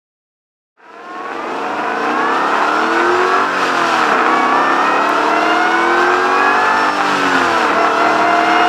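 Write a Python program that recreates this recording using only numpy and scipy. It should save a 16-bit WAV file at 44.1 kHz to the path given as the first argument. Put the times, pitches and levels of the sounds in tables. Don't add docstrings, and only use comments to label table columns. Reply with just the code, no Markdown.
import sys
import numpy as np
from scipy import signal
from scipy.fft import rfft, irfft, next_fast_len
from scipy.io import wavfile
from scipy.ndimage import uniform_filter1d

SR = 44100
rng = np.random.default_rng(int(sys.argv[2]) if len(sys.argv) > 2 else 0)


def gain_from_db(level_db):
    decades = np.asarray(level_db, float) / 20
    return 10 ** decades


def digitize_waveform(pressure):
    field = np.atleast_2d(pressure).T
    bounded = np.clip(field, -1, 1)
    quanta = np.round(bounded * 32767).astype(np.int16)
    wavfile.write(sys.argv[1], SR, quanta)


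N = 382788

STEP = 32
CRUISE_HZ = 40
BLOWER_ORDER, ALTERNATOR_ORDER = 17.49, 26.8

# f/Hz, width/Hz, level/dB
BAY_RESONANCES = [(2650, 150, 5), (3650, 250, 4), (4250, 150, 5), (4850, 350, 7), (5450, 250, 11),
                  (6200, 200, 3), (7250, 250, 10), (8100, 350, 9), (12000, 600, 6)]
# t/s, swing/Hz, period/s, decay time/s
CLUTCH_BITES = [
    (4.21, 1.2, .265, .37),
    (7.705, 1.5, .225, .3),
]
# t/s, level/dB
GRIT = (5.0923, -10)


def clock():
    return np.arange(0, N + STEP, STEP) / SR


def fine(control):
    return np.interp(np.arange(N) / STEP, np.arange(len(control)), control)


def in_time(rows):
    s, *columns = np.transpose(rows)
    return [np.interp(clock(), s, column) for column in columns]


def swell(at, width):
    return np.exp(-((clock() - at) / width) ** 2)


def rms_one(x):
    return x / np.sqrt(np.mean(x ** 2) + 1e-20)


def drift(rate):
    pole = np.exp(-2 * np.pi * STEP * rate / SR)
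    settling = 2000
    noise = rng.standard_normal(len(clock()) + settling)
    return rms_one(signal.lfilter([1], [1, -2 * pole, pole * pole], noise)[settling:])


def at_hz(points, hz):
    return np.interp(np.log(hz), np.log(np.array(points)[:, 0]), np.array(points)[:, 1])


def peaks_db(peaks, hz):
    return sum(db / (1 + (2 * (hz - centre_hz) / width_hz) ** 2) for centre_hz, width_hz, db in peaks)


def coloured(x, colour_db):
    size = next_fast_len(N + SR // 2, True)
    size += size % 2
    hz = np.maximum(np.fft.rfftfreq(size, 1 / SR), 1)
    cepstrum = irfft(np.log(gain_from_db(colour_db(hz))), size)
    cepstrum[1:size // 2] *= 2
    cepstrum[size // 2 + 1:] = 0
    return rms_one(irfft(rfft(x, size) * np.exp(rfft(cepstrum)), size)[:N])


def tone(cycles, order, level_db, waver_db, waver_rad):
    phase = 2 * np.pi * (order * cycles + rng.random()) + waver_rad * drift(4.05)
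    waver = waver_db * (drift(5.06) + 0.69 * drift(27.0))
    return np.sqrt(2) * fine(gain_from_db(level_db + waver)) * np.sin(fine(phase))


def body_db(hz):
    # f/Hz, spectral density/dB
    body_colour = [(71, -57), (120, -31.5), (318, -3.5), (397, -8.5), (461, -5.5), (515, -8.5), (583, -7.5),
                   (716, 0), (821, -1), (1040, 2.5), (1190, -1), (1290, 6), (2180, -9), (2530, -7),
                   (3200, -30), (4160, -33), (7040, -120)]
    # f/Hz, width/Hz, level/dB
    pipe_modes = [(455, 45, 7), (737, 21, 3.5), (1203, 20, 3), (1264, 40, -2), (2480, 44, 1)]
    return at_hz(body_colour, hz) + peaks_db(pipe_modes, hz)


def exhaust_tones(speed, cycles, throttle):
    # order, under load/dB, throttle shut/dB
    order_levels = [(2.015, -54.5, -66), (3, -57, -47.5), (4.03, -47.5, -40.5), (5, -37, -44),
                    (6, -32, -30.5), (7, -35, -36), (9, -37, -47.5), (10, -24.5, -32.5), (11, -31.5, -33),
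                    (12, -37.5, -36), (12.97, -44, -38), (13.85, -35, -38.5), (15.05, -28.5, -54),
                    (16.04, -28.5, -28), (16.7, -45, -46), (18.03, -29.5, -35.5), (18.9, -30, -30),
                    (19.86, -36.5, -35), (21.12, -29.5, -36.5), (22, -28.5, -33.5), (22.96, -31, -29.5),
                    (23.96, -26, -29), (25.12, -31, -42), (25.76, -30, -50), (26.97, -30.5, -28.5),
                    (28.04, -28, -30.5), (28.68, -30.5, -47.5), (28.95, -25, -35.5), (31.3, -28, -67),
                    (32.26, -38, -25.5)]
    # f/Hz, level/dB
    silencer = [(160, -50), (210, -36.5), (260, -27.5), (288, -31), (312, -25.5), (355, -17.5),
                (385, -26.5), (404, -36)]
    # cycle rate/Hz, level/dB
    uneven_growth = [(18, -43), (24, -28), (38, -26), (45, -25)]
    firing_coast_db = -29

    high = []
    for order in range(33, 50):
        if order != round(2 * BLOWER_ORDER):
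            pull_db, coast_db = -34 - 1.1 * (order - 33) + 3 * rng.standard_normal(size=2)
            high.append((order, pull_db, coast_db))

    levels = {}
    for order, pull_db, coast_db in list(order_levels) + high:
        slide_db = body_db(order * speed) - body_db(order * 44.55)
        levels[order] = throttle * pull_db + (1 - throttle) * coast_db + 1.12 * slide_db
    low_db = 10 * np.log10(sum(gain_from_db(2 * levels[order]) for order in (5, 6, 7, 9, 10, 11, 12)))
    lift_db = at_hz(uneven_growth, speed) + lift_dips() - uniform_filter1d(low_db, size=60)
    uneven = sum(tone(cycles, order, levels[order] + lift_db, waver_db=2.5, waver_rad=0.0091 * order)
                 for order in levels)

    howl_db = -22 - 3 * np.abs(speed - 47.6) + 14 * (throttle - 1)
    howl = tone(cycles, 24, howl_db, waver_db=1.5, waver_rad=0.2)

    firing_db = throttle * at_hz(silencer, 8 * speed) + (1 - throttle) * firing_coast_db + 1.8 * lift_dips()
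    return uneven + howl + tone(cycles, order=8, level_db=firing_db, waver_db=1.3, waver_rad=0.12)


def roar(cycles, roar_db, low_db):
    cylinder_db = [-1.5, 0.5, -0.5, -3.5, 0, -6, 3.5, -3]
    depth, crack = 0.55, 1.1

    firing = 8 * fine(cycles)
    number = firing.astype(int)
    strength, sharpness = rng.standard_normal((number[-1] + 1, 2)).T
    puffs = 1 - depth + depth * gain_from_db(0.52 * strength[number]) * 2 * np.sin(np.pi * firing) ** 2
    onsets = np.diff(number, prepend=0)
    cylinder = gain_from_db(np.array(cylinder_db)[number % len(cylinder_db)])
    cracks = onsets * (0.5 + sharpness[number]) * cylinder
    gas = coloured(puffs * rng.standard_normal(N) + crack * rms_one(cracks), body_db)
    low = signal.sosfilt(signal.butter(2, 560, fs=SR, output="sos"), gas)
    return fine(gain_from_db(roar_db - 3.5)) * (gas + (fine(gain_from_db(low_db + 2.5)) - 1) * low), puffs


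def whine(speed, cycles, order, partials, level_db):
    # f/Hz, level/dB
    bay_colour = [(590, -34), (1000, 1), (1190, -10), (1340, 11), (2180, -15), (2550, -15), (3480, -25),
                  (4960, -31.5), (5500, -27), (12000, -51.5), (15600, -81), (22000, -120)]

    def bay_db(hz):
        return at_hz(bay_colour, hz) + peaks_db(BAY_RESONANCES, hz)

    return sum(tone(cycles, k * order, level_db + db + bay_db(k * order * speed),
                    waver_db=2.4, waver_rad=0.3 * k) for k, db in partials)


def blower(speed, cycles, throttle, hiss_db):
    # from t/s, partials 1 to 4 level/dB
    pull_balance = [
        (0, -5, -2, -1, -7),
        (1.35, -7, -4, -7, -17),
        (2.55, -8, -4, -16, -18),
        (4.18, 1, -1, -5, -6),
        (7.68, 6, -3, -4, -6),
    ]
    # f/Hz, level/dB
    intake_colour = [(330, -34), (480, -32), (700, -26), (1100, -22), (1700, -21.5), (2100, -25),
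                     (2800, -28), (3550, -52)]
    # f/Hz, width/Hz, level/dB
    intake_modes = [(575, 90, -20), (690, 70, 6), (768, 25, -7), (1150, 110, 6), (1260, 50, -5),
                    (1530, 70, 3), (1985, 70, -15), (1620, 40, -3), (2255, 50, 5), (2340, 80, -13),
                    (2470, 70, 3), (2640, 60, -4), (2830, 80, 3)]
    # partial number, level over the bay hiss/dB
    top_partials = [(5, 3), (6, 0), (7, -6), (8, -4)]
    unboosted_db = -18

    def intake_db(hz):
        return at_hz(intake_colour, hz) + peaks_db(intake_modes, hz)

    row = np.searchsorted([row[0] for row in pull_balance], clock(), side="right") - 1
    balance_db = uniform_filter1d(np.array(pull_balance)[row, 1:], size=140, axis=0).T
    balance_db = balance_db + unboosted_db * uniform_filter1d(1 - throttle, size=200)
    low = sum(tone(cycles, k * BLOWER_ORDER, db + intake_db(k * BLOWER_ORDER * speed),
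                   waver_db=1.4 + 0.3 * k, waver_rad=0.29 * k) for k, db in enumerate(balance_db, 1))
    top_db = hiss_db + 6.5 + 9 * (throttle - 1) + np.minimum(speed - 24, 0)
    return low + whine(speed, cycles, BLOWER_ORDER, top_partials, top_db)


def alternator(speed, cycles, hiss_db):
    # partial number, level over the bay hiss/dB
    pole_partials = [(2, -8), (3, -3), (4, 3.5), (5, .5), (6, 2), (7, 1), (8, 0), (9, -1), (10, -2),
                     (11, -3)]
    level_db = hiss_db + 4.5 + 0.6 * np.minimum(speed - 40, 0)
    return whine(speed, cycles, ALTERNATOR_ORDER, pole_partials, level_db)


def bay_hiss(hiss_db, puffs):
    # f/Hz, spectral density/dB
    hiss_colour = [(1290, -35), (2200, -34), (2550, -0.5), (3510, -8), (4950, -12.5), (5510, -12.5),
                   (6390, -18), (7230, -19.5), (9470, -29.5), (14200, -38), (15600, -56)]
    noise = (1.3 + 0.3 * puffs) * rng.standard_normal(N)
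    hiss = coloured(noise, lambda hz: at_hz(hiss_colour, hz) + 0.079 * peaks_db(BAY_RESONANCES, hz))
    return fine(gain_from_db(hiss_db + 1.03 * drift(11.0))) * hiss


def wind():
    # f/Hz, spectral density/dB
    rumble_colour = [(12, -45), (20, -28), (129, -5.5), (180, -4), (230, -14), (400, -120)]
    rumble_db = -77 + 3.3 * clock() + 5 * swell(GRIT[0], 0.033)
    noise = coloured(rng.standard_normal(N), lambda hz: at_hz(rumble_colour, hz))
    return fine(gain_from_db(rumble_db + 5.0 + 3 * drift(5.35))) * noise


def panel_boom():
    # t/s, level/dB
    road_joints = [(.93, 12), (1.33, 20), (1.68, 16), (1.9, 7), (3.12, 17), (4.4, 7), (6.19, 11),
                   (7.35, 13.5), (7.6, 13), (8.62, 3)]
    mode_hz, width_hz, bump_s = 90, 11, 0.14
    boom_db = -62 + 0.9 * clock() + sum(db * swell(at, bump_s) for at, db in road_joints)
    boom = coloured(rng.standard_normal(N),
                    lambda hz: -20 * np.log10(1 + (2 * (hz - mode_hz) / width_hz) ** 2))
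    return fine(gain_from_db(boom_db - 4.5)) * boom


def lift_dips():
    # t/s, dip/dB, recovery time/s
    throttle_lifts = [
        (3.444, 4, 0.18),
        (6.9, 7, 0.066),
    ]
    onset_s = 0.012
    dips = 0
    for at, dip_db, recovery_s in throttle_lifts:
        lag = np.maximum(clock() - at, 0)
        dips = dips - dip_db * (1 - np.exp(-lag / onset_s)) * np.exp(-lag / recovery_s)
    return dips


def shudder():
    out = 0
    for at, swing, period, dying in CLUTCH_BITES:
        lag = clock() - at
        drag = np.exp(-abs(lag) / 0.06)
        ringing = np.exp(-abs(lag) / dying) * np.cos(2 * np.pi * lag / period)
        out = out - swing * np.where(lag < 0, drag, ringing)
    return out


def tick():
    lag = np.arange(N) - round(GRIT[0] * SR)
    return gain_from_db(GRIT[1]) * np.where(lag < 0, np.exp(-abs(lag) / 4.0), -0.7 * np.exp(-abs(lag) / 2.5))


def scene():
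    # t/s, cycle rate/Hz
    speed_points = [(0.8, 17.7), (1.02, 20.0), (1.28, 21.2), (1.74, 27.0), (2.07, 29.6), (2.36, 34.0),
                    (2.7, 37.9), (3.09, 44.15), (3.43, 48.4), (3.64, 45.9), (4.04, 39.3), (4.21, 30.8),
                    (5.16, 37.25), (6.8, 50.5), (7.07, 49.4), (7.58, 41.2), (7.71, 37.6), (8.68, 40.9)]
    # t/s, opening/0-1
    throttle_points = [(0, 1), (3.44, 1), (3.48, 0), (4.14, 0), (4.22, 1), (6.86, 1), (6.99, 0), (7.64, 0),
                       (7.72, 1), (8.68, 1)]
    fade_start_s, fade_s = 0.76, 1.82
    hiss_rise_db, hiss_lag_s, bite_db, bite_s = 4, 0.13, 3.5, 0.11

    (road,), (throttle,) = in_time(speed_points), in_time(throttle_points)
    speed = road + shudder()
    cycles = np.cumsum(speed) * STEP / SR

    bites_db = sum(bite_db * swell(row[0], bite_s) for row in CLUTCH_BITES)
    roar_db = -16 - 0.0659 * (speed - CRUISE_HZ) + 2.5 * (1 - throttle) + bites_db
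    low_db = -5 - 0.36 * (speed - CRUISE_HZ) + 2.9 * drift(1.0)
    gas, puffs = roar(cycles, roar_db + lift_dips() + 1.13 * drift(6.2), low_db)

    shut_late = np.interp(clock() - hiss_lag_s, clock(), 1 - throttle)
    shut_soon = np.interp(clock() + 0.05, clock(), 1 - throttle)
    bay_db = -31.5 + 0.21 * (clock() - 4) + 0.086 * np.maximum(speed - CRUISE_HZ, -9)
    hiss_db = bay_db + hiss_rise_db * np.minimum(shut_late, shut_soon) + 0.5 * lift_dips()

    tones = exhaust_tones(speed, cycles, throttle)
    tones = tones + (0.78 + 0.25 * puffs) * blower(speed, cycles, throttle, bay_db)
    tones = tones + alternator(speed, cycles, bay_db + 3.5 * (1 - throttle))
    flow = gas + bay_hiss(hiss_db, puffs) + wind() + panel_boom()
    fade = np.clip((np.arange(N) / SR - fade_start_s) / fade_s, 0, 1)
    return (fade * (flow + tones) + tick())[None]


def roll_off(x):
    return signal.sosfilt(signal.butter(12, 15770, fs=SR, output="sos"), x)


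def record(dry):
    lopsided = signal.sosfilt(signal.butter(2, 200, "high", fs=SR, output="sos"), dry ** 2)
    bent = dry + 0.16 * lopsided
    return roll_off(1.342 * np.tanh(bent / 1.307))


dry = scene()
out = record(dry)
digitize_waveform(out)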